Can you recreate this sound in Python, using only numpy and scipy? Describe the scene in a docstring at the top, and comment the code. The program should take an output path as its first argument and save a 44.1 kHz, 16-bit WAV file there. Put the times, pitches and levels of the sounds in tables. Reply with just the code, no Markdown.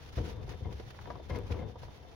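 """Fine dust hisses through fur over a low rumble: two chinchillas roll in a plastic dust-bath case.
Their bodies thump on the thin floor and rub along the walls, and their paws scratch and tap.
The case stands in a wire cage, which the harder rolls set ringing briefly; one tiny click comes
from the left. A pair of microphones sits close above the case, in a quiet room with a faint,
steady high background tone, perhaps a fan."""
import sys
import numpy as np
from scipy import signal
from scipy.fft import rfft, irfft, next_fast_len
from scipy.io import wavfile
from scipy.ndimage import uniform_filter1d

SR = 44100
rng = np.random.default_rng(int(sys.argv[2]) if len(sys.argv) > 2 else 0)


def dump(signal):
    """Clip the signal to [-1, 1] and save it as 16-bit WAV at the path in sys.argv[1]."""
    limited = np.clip(np.atleast_2d(signal).T, -1, 1)
    pcm = np.round(limited * 32767).astype(np.int16)
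    wavfile.write(sys.argv[1], SR, pcm)


N = 94815
T = np.arange(N) / SR
# resonances of the cage wire, whose pitches the background tone shares:
# (frequency [Hz], gain [dB], t60 [s])
HIGH_MODES = [(1040, 6, 0.043), (1682, -6.5, 0.096), (2020, 1.5, 0.029), (2115, 1.5, 0.11),
              (3143, -15, 0.14), (3563, -20, 0.24)]


def from_db(db):
    """Decibels to gain."""
    return 10 ** (np.asarray(db) / 20)


def rms_one(x):
    """Scale to unit power."""
    return x / np.sqrt(np.mean(x ** 2) + 1e-20)


def level(rows):
    """Gain over time through points of (time [s], level [dB])."""
    return from_db(np.interp(T, *np.transpose(rows)))


def pan(db):
    """Raise the left side and lower the right, each by db."""
    return from_db([[db], [-db]])


def butter(x, order, hz, kind):
    """A Butterworth filter."""
    return signal.sosfilt(signal.butter(order, hz, kind, fs=SR, output="sos"), x)


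def steep(x, hz, kind):
    """A second-order filter applied twice."""
    return butter(butter(x, 2, hz, kind), 2, hz, kind)


def colour(x, points):
    """Minimum-phase filter through points of (frequency [Hz], gain [dB])."""
    size = 2 * next_fast_len(N)
    hz, db = np.transpose(points)
    bin_hz = np.arange(size // 2 + 1) * SR / size
    gain = from_db(np.interp(np.log(bin_hz + 1), np.log(hz), db))
    cepstrum = irfft(np.log(gain))
    cepstrum[1:size // 2] *= 2
    cepstrum[size // 2 + 1:] = 0
    return irfft(rfft(x, size) * np.exp(rfft(cepstrum)))[..., :N]


def ring(x, modes):
    """Sum of decaying sines set off by x."""
    out = 0
    for hz, db, t60 in modes:
        radius, angle = from_db(-60 / (t60 * SR)), 2 * np.pi * hz / SR
        feedback = [1, -2 * radius * np.cos(angle), radius * radius]
        out = out + from_db(db) * signal.lfilter([0, np.sin(angle)], feedback, x + 1e-18)
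    return out


def grains(per_s, spread_db, channels=2):
    """Random clicks of uneven size, unrelated between channels."""
    shape = (channels, N)
    sizes = from_db(spread_db * np.minimum(rng.exponential(1, shape), 4))
    return rms_one((rng.random(shape) < per_s / SR) * sizes * rng.choice([-1, 1], shape))


def contacts(per_s, spread_db, apart):
    """Clicks that both microphones share, plus some, weighted by apart, that reach only one."""
    return rms_one(grains(per_s, spread_db, channels=1) + apart * grains(per_s, spread_db))


def even(x, window_s):
    """Hold the power near one over the given window."""
    x = rms_one(x)
    power = uniform_filter1d(np.mean(x ** 2, axis=0), int(window_s * SR) + 1)
    return x / np.sqrt(power + 1e-6)


def stroke(start, length, attack_s, release_s):
    """Linear attack, hold and exponential release."""
    return np.clip((T - start) / attack_s, 0, 1) * np.exp(-np.maximum(T - start - length, 0) / release_s)


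def room_tone():
    """The quiet room: faint low noise, partly shared by the two microphones."""
    # spectrum of the room: (frequency [Hz], gain [dB])
    spectrum = [(45, -1), (90, 5.5), (250, -14.5), (800, -7.5), (1500, -31), (16000, -48)]
    noise = rng.standard_normal(N) + 1.56 * rng.standard_normal((2, N))
    return from_db(-55) * rms_one(colour(noise, spectrum))


def background_tone():
    """A faint, steady high tone in the background, perhaps a fan: noise in a few narrow bands."""
    noise = np.diff(grains(per_s=600, spread_db=1.6), prepend=0)  # favours the higher bands
    tone = ring(noise, [(hz, 0, t60) for hz, _, t60 in HIGH_MODES])
    return from_db(-67) * rms_one(tone)


def dust():
    """Very fine grains run through fur in small clumps and now and then spray against the wall."""
    # dust running through fur: (time [s], relative level [dB])
    flow = [(0.15, -57), (0.29, -52.5), (0.38, -67), (0.44, -62), (0.635, -64), (0.88, -60.5),
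            (0.95, -59.5), (1.23, -64), (1.32, -61.5), (1.6, -63.5), (1.65, -68), (1.69, -59),
            (1.74, -70.5), (1.8, -60), (2.1, -64)]
    # dust flung against the wall: (time [s], relative level [dB], length [s])
    sprays = [(0.158, -57.5, 0.02), (0.492, -52, 0.012), (0.725, -57, 0.0043), (0.798, -56.5, 0.0044),
              (0.904, -53.5, 0.0034), (1.011, -54.5, 0.011), (1.294, -54.5, 0.014), (1.346, -60, 0.0089),
              (1.509, -55, 0.018), (1.942, -65, 0.0098)]
    # spectrum of the hiss: (frequency [Hz], gain [dB])
    spectrum = [(300, -5), (900, 4), (3500, 2), (5800, -0.5), (10000, -5), (16000, -16.5)]
    power = level(flow) ** 2
    for start, db, length in sprays:
        power += (from_db(db) * stroke(start, length, attack_s=0.00042, release_s=2.07 * length)) ** 2
    clumps = rms_one(uniform_filter1d(rng.standard_normal(N), size=900))
    flicker_db = 2.5 * clumps
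    hiss = rms_one(colour(grains(per_s=11000, spread_db=1.5), spectrum))
    return np.sqrt(power) * from_db(3.5 + flicker_db) * hiss


def floor_thumps():
    """Soft landings and the small bumps of shifting weight drive the modes of the thin floor."""
    # a body lands: (time [s], strength [dB])
    landings = [(0.17, -28.5), (0.186, -31), (0.204, -27), (0.226, -39), (0.62, -37.5), (0.656, -33.5),
                (0.667, -33.5), (1.309, -30.5), (1.322, -33), (1.508, -32), (1.519, -31), (1.55, -55),
                (1.637, -47)]
    # weight shifting on the floor: (time [s], level [dB])
    shuffle = [(0.15, -48.5), (0.2, -41.5), (0.5, -40.5), (0.59, -48), (0.66, -37.5), (0.94, -50.5),
               (1.1, -44.5), (1.23, -47.5), (1.33, -40.5), (1.66, -39.5), (1.73, -49.5), (1.86, -43.5),
               (1.96, -56), (2.15, -53.5)]
    # resonances of the floor: (frequency [Hz], gain [dB], t60 [s])
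    modes = [(78.4, 1, 0.15), (101.9, -3, 0.16), (126.3, -8.5, 0.14), (193, -13, 0.056),
             (293.7, -11.5, 0.042)]
    push_s, bumps_per_s = 0.0022, 320
    push = np.zeros(N)
    for start, db in landings:
        pulse = np.sin(np.pi * np.clip((T - start) / push_s, 0, 1)) ** 2
        push += from_db(db) * pulse / pulse.sum()
    # the higher modes differ from side to side
    apart = butter(grains(bumps_per_s, spread_db=0.69), 2, 140, "high")
    shared = grains(bumps_per_s, spread_db=1.3, channels=1)
    bumps = butter(shared + 1.31 * apart, 1, 130, "low")
    rumble = level(shuffle) * even(ring(bumps, modes), window_s=0.0436)
    return pan(1.5) * steep(ring(push, modes) + rumble, 32.8, "high")


def walls(x):
    """The direct sound with the short ring of the plastic walls."""
    # resonances of the walls: (frequency [Hz], relative gain [dB], t60 [s])
    modes = [(311.4, -18, 0.22), (348, -17.5, 0.1), (509, 3.5, 0.034), (597, 6, 0.017), (736, 1, 0.079),
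             (838, -10.5, 0.084), (987, -0.5, 0.086), (1160, 9, 0.0086)]
    return x + from_db(-43) * ring(x, modes)


def scratching():
    """Each paw stroke is a short burst of grains with a pitch of its own and a sandy edge."""
    # paws scratch and tap the case: (time [s], level [dB], band centre [Hz])
    scratches = [(0.177, -47, 1890), (0.176, -39.5, 376), (0.182, -44.5, 480), (0.186, -49, 2180),
                 (0.536, -52.5, 1380), (0.655, -46.5, 680), (0.796, -47.5, 1110), (0.798, -44, 436),
                 (0.906, -50.5, 1950), (0.944, -54, 1440), (0.988, -45, 1060), (1.055, -45.5, 1000),
                 (1.073, -47, 840), (1.102, -36.5, 855), (1.154, -45, 790), (1.198, -48, 475),
                 (1.296, -44, 455), (1.504, -42.5, 666), (1.52, -42, 2170), (1.756, -47, 720),
                 (1.832, -46, 710), (1.882, -51, 740), (2.049, -55, 750)]
    length_s, edge_ratio = 0.0029, 1.94
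    grit = contacts(per_s=3500, spread_db=3.9, apart=1.37)
    sand = from_db(-17) * rms_one(steep(grit, [2550, 6150], "band"))
    out = 0
    for start, db, hz in scratches:
        band = even(steep(grit, [hz / edge_ratio, hz * edge_ratio], "band"), window_s=0.0057)
        envelope = from_db(db) * stroke(start, length_s, attack_s=0.0007, release_s=0.007)
        out = out + envelope * (sand + band)
    return pan(0.26) * walls(out)


def rubbing():
    """Fur and dust stick and slip on the plastic; each rub has its own brightness and eases off."""
    # a body rubs along the case: (time [s], length [s], level [dB], brightness [dB])
    rubs = [(0.181, 0.035, -39, -13), (0.234, 0.049, -42.5, -14), (0.287, 0.15, -50, 6),
            (0.471, 0.08, -51, 8.5), (0.603, 0.0091, -46.5, -10), (0.649, 0.076, -45.5, -4),
            (1.066, 0.14, -55.5, 11.5), (1.296, 0.067, -43.5, 7), (1.353, 0.037, -39.5, 3),
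            (1.401, 0.075, -54, 7), (1.494, 0.14, -42, 3.5), (1.578, 0.12, -44, -5)]
    # spectrum of the friction: (frequency [Hz], gain [dB])
    spectrum = [(50, -11), (200, 2.5), (250, -3), (490, -1), (620, -8.5), (950, -10), (1400, -17),
                (4000, -28), (16000, -54)]
    idle_db, sag_db_per_s, split_hz = -59.5, 26.5, 770
    slips = contacts(per_s=900, spread_db=2, apart=0.84)
    friction = even(colour(walls(slips), spectrum), window_s=0.0166)
    dull = butter(friction, 1, split_hz, "low")
    bright = friction - dull
    dull_power = bright_power = from_db(idle_db) ** 2
    for start, length, db, bright_db in rubs:
        sag_db = sag_db_per_s * np.maximum(T - start, 0)
        force = from_db(db - sag_db) * stroke(start, length, attack_s=0.0092, release_s=0.029)
        dull_power = dull_power + force ** 2
        bright_power = bright_power + (force * from_db(bright_db)) ** 2
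    return pan(3) * (np.sqrt(dull_power) * dull + np.sqrt(bright_power) * bright)


def cage():
    """The wire around the case rings briefly after each jolt."""
    # jolts to the cage: (time [s], strength [dB])
    jolts = [(0.649, -57.5), (1.305, -45.5), (1.349, -49), (1.508, -56), (1.591, -56), (1.622, -57)]
    knocks = np.zeros(N)
    for start, db in jolts:
        knocks[int(start * SR)] = from_db(db)
    return pan(2.9) * ring(knocks, HIGH_MODES)


def tick():
    """One tiny click on the left, dry and bright."""
    # (frequency [Hz], gain [dB])
    spectrum = [(2000, -5), (6000, -1), (8000, 17), (10500, -6), (13300, 4), (15500, -15)]
    click = np.zeros(N)
    click[int(1.3878 * SR)] = from_db(-34.5)
    return pan(10.5) * colour(click, spectrum)


def scene():
    """The bath, the cage and the quiet room, heard from just above the case."""
    room = room_tone() + background_tone()
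    return room + dust() + floor_thumps() + scratching() + rubbing() + cage() + tick()


def record(dry):
    """Each of the two close microphones colours the treble in its own way; the top is cut."""
    # response of the microphones: (frequency [Hz], left gain [dB], right gain [dB])
    response = [(1550, -0.5, -1), (3660, -4.5, -2.5), (6050, -9, -3), (6970, -11.5, -11),
                (7220, -30.5, -15), (9020, -15, -26.5), (10350, -5.5, -28), (11800, -6, -38),
                (13000, -11, -16), (16200, 5, -11.5)]
    cutoff_hz = 15850
    left = colour(dry[0], [(hz, db) for hz, db, _ in response])
    right = colour(dry[1], [(hz, db) for hz, _, db in response])
    top_cut = signal.ellip(12, .2, 80, cutoff_hz, fs=SR, output="sos")
    return signal.sosfilt(top_cut, np.array([left, right]))


dry = scene()
out = record(dry)
dump(out)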